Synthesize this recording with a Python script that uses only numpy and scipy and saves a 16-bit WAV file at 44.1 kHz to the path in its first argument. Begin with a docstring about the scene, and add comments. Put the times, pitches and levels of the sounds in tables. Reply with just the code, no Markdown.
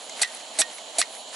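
"""Pumping a fuel bottle in wind

A hand pumps the plunger of a metal fuel bottle three times, outdoors in a steady rush of wind.
At the bottom of each stroke air rasps through the chattering check valve, then the plunger hits its
stop and the bottle rings briefly. Between strokes the rod slides and a jacket sleeve rustles."""
import sys
import numpy as np
from scipy import signal
from scipy.fft import rfft, irfft
from scipy.io import wavfile
from scipy.ndimage import uniform_filter1d

SR = 44100
rng = np.random.default_rng(int(sys.argv[2]) if len(sys.argv) > 2 else 0)


def wrap_up_sound(samples):
    """Save the sound to the file named by the first command line argument, as 16-bit audio."""
    columns = np.atleast_2d(samples).T
    # keep every value between -1 and 1, then stretch to whole-number steps
    tamed = np.clip(columns, -1, 1)
    steps = np.round(tamed * 32767).astype(np.int16)
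    wavfile.write(sys.argv[1], SR, steps)


N = 59535
T = np.arange(N) / SR
HZ = np.fft.rfftfreq(2 * N, 1 / SR)
BAND_EDGE_HZ = 11150


def amp(db):
    """Decibels to gain."""
    return 10 ** (np.asarray(db) / 20)


def unit_rms(x):
    """Scale to rms 1."""
    return x / np.sqrt(np.mean(x ** 2) + 1e-20)


def curve_db(points):
    """Interpolate a table over log frequency."""
    freq_hz, db = np.transpose(points)
    return np.interp(np.log(HZ + 1), np.log(freq_hz + 1), db)


def band(centre_hz, width_oct):
    """Gaussian band over log frequency."""
    return np.exp(-.5 * (np.log2((HZ + 1) / centre_hz) / width_oct) ** 2)


def resonance(centre_hz, width_hz):
    """Resonance shape, 1 at its top."""
    return 1 / (1 + (2 * (HZ - centre_hz) / width_hz) ** 2)


def colour(x, gain):
    """Minimum-phase filter that keeps the power of white noise; rolls off above the band edge."""
    rolloff = np.where(HZ > BAND_EDGE_HZ, BAND_EDGE_HZ / (HZ + 1), 1) ** 12
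    gain = np.maximum(unit_rms(gain * rolloff), 1e-5)
    log_gain = np.log(np.r_[gain, gain[-2:0:-1]])
    response = np.exp(np.conj(signal.hilbert(log_gain)))[:N + 1]
    return irfft(rfft(x, 2 * N) * response)[:N]


def noise():
    """White noise."""
    return rng.standard_normal(N)


def drift(span_s):
    """Smooth random wander, rms 1."""
    size = max(int(span_s * SR), 1)
    return unit_rms(uniform_filter1d(uniform_filter1d(noise(), size), size))


def decay(start_s, t60_s):
    """Sudden start, exponential fall."""
    return (T >= start_s) * np.exp(-np.log(1000) * np.maximum(T - start_s, 0) / t60_s)


def mode(start_s, pitch_hz, t60_s):
    """One struck metal mode: a damped sine of random polarity."""
    return decay(start_s, t60_s) * np.sin(2 * np.pi * pitch_hz * (T - start_s)) * rng.choice([-1, 1])


# Wind spectrum: freq_hz, density_db
WIND_SPECTRUM = [(25, -46), (60, -33), (110, -29.5), (170, -18), (250, -7), (380, -9.5), (520, -1),
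                 (660, 3), (900, -0.5), (1400, -14), (2000, -17), (2750, -8.5), (3100, -2), (3500, -5),
                 (4200, -3.5), (5100, -14), (6100, -13), (6900, -4), (8500, -16.5), (9500, -18),
                 (11000, -14)]
# Whistles in the rush: centre_hz, width_hz, boost_db
WIND_WHISTLES = [(636, 23, 3), (3020, 73, 3.5), (4230, 82, 4.5)]


def wind(level_db=-42, waver_db=1.2):
    """A steady, slightly wavering rush with faint narrow whistles."""
    whistles_db = sum(db * resonance(hz, width_hz) for hz, width_hz, db in WIND_WHISTLES)
    envelope = amp(level_db + waver_db * drift(0.035))
    return envelope * colour(noise(), amp(curve_db(WIND_SPECTRUM) + whistles_db))


# Rod and sleeve friction envelope: time_s, level_db
SLIDE_ENVELOPE = [(0, -47.5), (.11, -51.5), (.14, -51.5), (.205, -37), (.275, -45.5), (.335, -43),
                  (.46, -49.5), (.52, -49.5), (.58, -39.5), (.655, -50), (.72, -45), (.86, -53), (.93, -49),
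                  (.975, -41), (1.06, -48.5), (1.15, -48.5), (1.21, -63), (1.31, -51.5), (1.345, -37.5)]
# Friction spectrum: freq_hz, density_db
CLOTH_SPECTRUM = [(100, -35.5), (500, -1), (1200, 0), (2000, 3.5), (3000, -1), (5500, -1.5), (8000, -2),
                  (11000, -1.5)]
# Plunger drawn back: centre_s, width_s, level_db
RETURN_SWISHES = [(.04, 0.026, -49.5), (.355, 0.019, -48), (.755, 0.019, -43.5), (1.16, 0.045, -45.5)]


def rustle(grain_db=2):
    """Grainy friction swells into each stroke; a thin swish follows on the way back."""
    slide = amp(np.interp(T, *np.transpose(SLIDE_ENVELOPE)) + grain_db * drift(0.0036))
    friction = colour(noise() * slide, amp(curve_db(CLOTH_SPECTRUM)))
    swish = sum(amp(db) * np.exp(-.5 * ((T - centre_s) / width_s) ** 2)
                for centre_s, width_s, db in RETURN_SWISHES)
    return friction + colour(noise() * swish, band(10300, width_oct=.13))


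# Rod and sleeve ticks: start_s, level_db, centre_hz, t60_s, clink_db
ROD_TICKS = [(0.0951, -33.5, 6830, 0.035, -36), (0.1954, -34, 2300, 0.03, -41),
             (0.3484, -31.5, 9500, 0.018, -57), (0.7835, -37.5, 2300, 0.023, -39),
             (1.1502, -36, 8600, 0.042, -56), (1.166, -42.5, 2000, 0.044, -46),
             (1.2914, -39.5, 8000, .015, -62)]


def tick(start_s, level_db, centre_hz, t60_s, clink_db):
    """A small dry scrape with a faint clink of the rod."""
    clink = amp(clink_db) * mode(start_s, pitch_hz=2124, t60_s=0.038)
    spectrum = band(centre_hz, width_oct=0.26) + 0.46 * amp(curve_db(CLOTH_SPECTRUM))
    return clink + amp(level_db) * colour(noise() * decay(start_s, t60_s), spectrum)


# Plunger hits and small rebounds: start_s, crack_db, ring_db, t60_ratio, pitch_ratio, head_db
STOP_HITS = [(0.2320, -15, -23, 0.98, 1.004, -12.5), (0.246, -31, -31, 1, 1.004, -23),
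             (0.6167, -11.5, -18.5, 0.87, .999, -30), (1.0151, -11.5, -17, 0.5, 1.008, -27),
             (1.025, -27, -27, 0.53, 1.16, -18)]
# Bottle modes: pitch_hz, level_db, t60_s
BOTTLE_MODES = [(1860, -4.5, .16), (2488, -3, 0.063), (2763, -10.5, 0.083), (3490, 2.5, 0.03),
                (3873, -10.5, 0.064), (3946, -3, 0.05), (4360, -4, 0.054), (4990, -6.5, 0.049),
                (5740, -6.5, 0.044), (6900, -23, 0.068), (7980, -23, 0.04), (10550, -14, 0.038)]
# Spectrum of the crack and of the valve's spit: freq_hz, density_db
CRACK_SPECTRUM = [(50, -43), (300, -34), (850, -14), (1250, 1), (2000, -3), (2900, -2), (3700, 0.5),
                  (5200, -2.5), (7600, -3), (9300, -9), (11000, -3)]


def knock(start_s, crack_db, ring_db, t60_ratio, pitch_ratio, head_db, low_cut_hz=1440):
    """The plunger hits its stop: crack, clatter, thin ring of the hand-damped bottle and pump head."""
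    impact = decay(start_s, t60_s=0.0095)
    clatter = amp(-14.5) * decay(start_s, t60_s=0.077)
    crack = colour(noise() * (impact + clatter), amp(curve_db(CRACK_SPECTRUM)))
    bottle = sum(amp(ring_db + db) * mode(start_s, hz * pitch_ratio, t60_s * t60_ratio)
                 for hz, db, t60_s in BOTTLE_MODES)
    head = amp(head_db) * mode(start_s, pitch_hz=1984, t60_s=0.05 * t60_ratio)
    ring = signal.lfilter(*signal.butter(2, low_cut_hz, "high", fs=SR), bottle + head)
    return amp(crack_db) * crack + ring


def chatter(start_s, rate_hz=760.7, jitter=.18, spread_db=0.5, air_share=0.55):
    """The valve flutters in uneven snaps, each letting a puff of air through."""
    gap, strength = rng.standard_normal((64, 2)).T
    snap_s = start_s + np.cumsum(np.exp(jitter * gap)) / rate_hz
    snap_index = np.minimum((snap_s * SR).astype(int), N - 1)
    snaps = np.zeros(N)
    snaps[snap_index] = unit_rms(amp(spread_db * strength)) * np.sqrt(SR / rate_hz)
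    puff_shape = decay(0, t60_s=0.0063)[:SR // 20] ** 2
    puff_power = signal.oaconvolve(snaps ** 2, puff_shape / puff_shape.sum())[:N]
    puffs = np.sqrt(abs(puff_power)) * noise()
    return np.sqrt(1 - air_share) * snaps + np.sqrt(air_share) * puffs


def tube_tone(pitch_hz, level_db, wander_hz=26.45):
    """A hollow tone of the pump tube, unsteady in pitch."""
    freq_hz = pitch_hz + wander_hz * drift(0.0029)
    return amp(level_db) * np.sin(2 * np.pi * np.cumsum(freq_hz) / SR)


# Air through the valve:
# start_s, length_s, level_db, fade_db, rasp_hz, treble_db, hollow_hz, hollow_db, upper_db, low_db
AIR_BURSTS = [(0.2151, 0.015, -14.5, -3, 8100, 5.5, 715.3, -30.5, -32, -48),
              (0.5866, 0.028, -15.5, -0.5, 7730, -3, 637, -30.5, -35, -40.5),
              (0.983, 0.03, -15, -9.5, 7840, -2, 690, -23.5, -42, -43.5)]
# Valve spectrum: freq_hz, density_db
VALVE_SPECTRUM = [(40, -41), (130, -30), (260, -22.5), (480, -16), (1050, -23.5), (1600, -17), (2300, -10),
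                  (3100, -18.5), (3800, -9.5), (4500, -4.5), (5100, -15), (6400, -10), (7500, -4.5),
                  (9300, -8), (10300, -9), (11000, -7)]
# Resonances of the pump's metal parts: centre_hz, width_hz, boost_db
METAL_RESONANCES = [(3730, 150, 3), (4750, 160, 2.5), (5666, 72, 14), (6850, 73, 5), (8310, 84, 10.5),
                    (9030, 190, 8.5), (9630, 120, 9), (10760, 180, 5.5)]


def valve(start_s, length_s, level_db, fade_db, rasp_hz, treble_db, hollow_hz, hollow_db,
          upper_db, low_db, open_s=0.0027, close_s=0.0015):
    """The check valve spits open and chatters into the metal pump; the tube adds hollow tones."""
    age_s = T - start_s
    opening = np.clip(age_s / open_s, 0, 1)
    closing = np.clip((length_s - age_s) / close_s + .5, 0, 1)
    gate = opening * closing * amp(fade_db * np.clip(age_s / length_s, 0, 1) ** 2)
    body_db = curve_db(VALVE_SPECTRUM) + treble_db * band(4540, width_oct=0.23)
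    body_db += 13 * resonance(rasp_hz, width_hz=110)
    body_db += sum(db * resonance(hz, width_hz) for hz, width_hz, db in METAL_RESONANCES)
    rasp = amp(level_db) * colour(gate * chatter(start_s), amp(body_db))
    tones = tube_tone(hollow_hz, hollow_db) + tube_tone(820, upper_db) + tube_tone(263.5, low_db)
    spit = amp(-24.5) * colour(noise() * decay(start_s, t60_s=0.0052), amp(curve_db(CRACK_SPECTRUM)))
    flutter_db = 2 * drift(0.0021)
    return spit + rasp + gate ** 2 * tones * amp(flutter_db)


def pump():
    """Three strokes: valve air, knocks on the stop, rod and sleeve noise."""
    air = sum(valve(*row) for row in AIR_BURSTS)
    knocks = sum(knock(*row) for row in STOP_HITS)
    ticks = sum(tick(*row) for row in ROD_TICKS)
    return air + knocks + ticks + rustle()


def stereo(mid, side, balance, side_levels):
    """Spread a sound over two close microphones; the side signal decorrelates them."""
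    common = rfft(mid, 2 * N)
    diffuse = rfft(side, 2 * N) * amp(curve_db(side_levels))
    lean = amp(curve_db(balance) / 2)
    channels = np.array([(common + diffuse) * lean, (common - diffuse) / lean])
    return irfft(channels * 2 / (lean + 1 / lean))[:, :N]


# Left over right: freq_hz, balance_db
PUMP_BALANCE = [(100, 5), (350, -1.5), (630, -4.5), (2000, -3), (3700, -4.5), (6500, -2.5), (10000, 0.9)]
WIND_BALANCE = [(100, 0), (300, -2), (700, -4), (2000, -3.5), (4000, -4.5), (7000, -2.5), (11000, 1.5)]
# Side signal against mid: freq_hz, level_db
PUMP_WIDTH = [(100, -25), (700, -12.5), (2000, -9), (4000, -11.5), (8000, -15.5), (11000, -10)]
WIND_WIDTH = [(50, -5), (150, -15.5), (700, -13.5), (2000, 1), (4000, -7), (11000, -4.5)]


def scene():
    """The pump close by, the wind behind it."""
    foreground = stereo(pump(), pump(), PUMP_BALANCE, PUMP_WIDTH)
    background = stereo(wind(), wind(), WIND_BALANCE, WIND_WIDTH)
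    return foreground + background


def record(dry, threshold_db=-28, attack_s=.025, recover_db_per_s=143, ceiling=.62, low_cut_hz=85):
    """Mild gain control ducks the mix at each stroke; peaks are rounded and the band is limited."""
    pole = np.exp(-1 / (attack_s * SR))
    power_db = 10 * np.log10(signal.lfilter([1 - pole], [1, -pole], (dry ** 2).mean(0)) + 1e-12)
    fall_db = recover_db_per_s * T
    held_db = np.maximum.accumulate(power_db + fall_db) - fall_db
    ducked = dry * amp(-0.19 * np.maximum(held_db - threshold_db, 0))
    rounded = ducked / (1 + abs(ducked / ceiling) ** 5) ** (1 / 5)
    thinned = signal.lfilter(*signal.butter(2, low_cut_hz, "high", fs=SR), rounded)
    lowpass = signal.firwin(301, BAND_EDGE_HZ, window=("kaiser", 5), fs=SR)
    return signal.oaconvolve(thinned, lowpass[None], "same")


dry = scene()
out = record(dry)
wrap_up_sound(out)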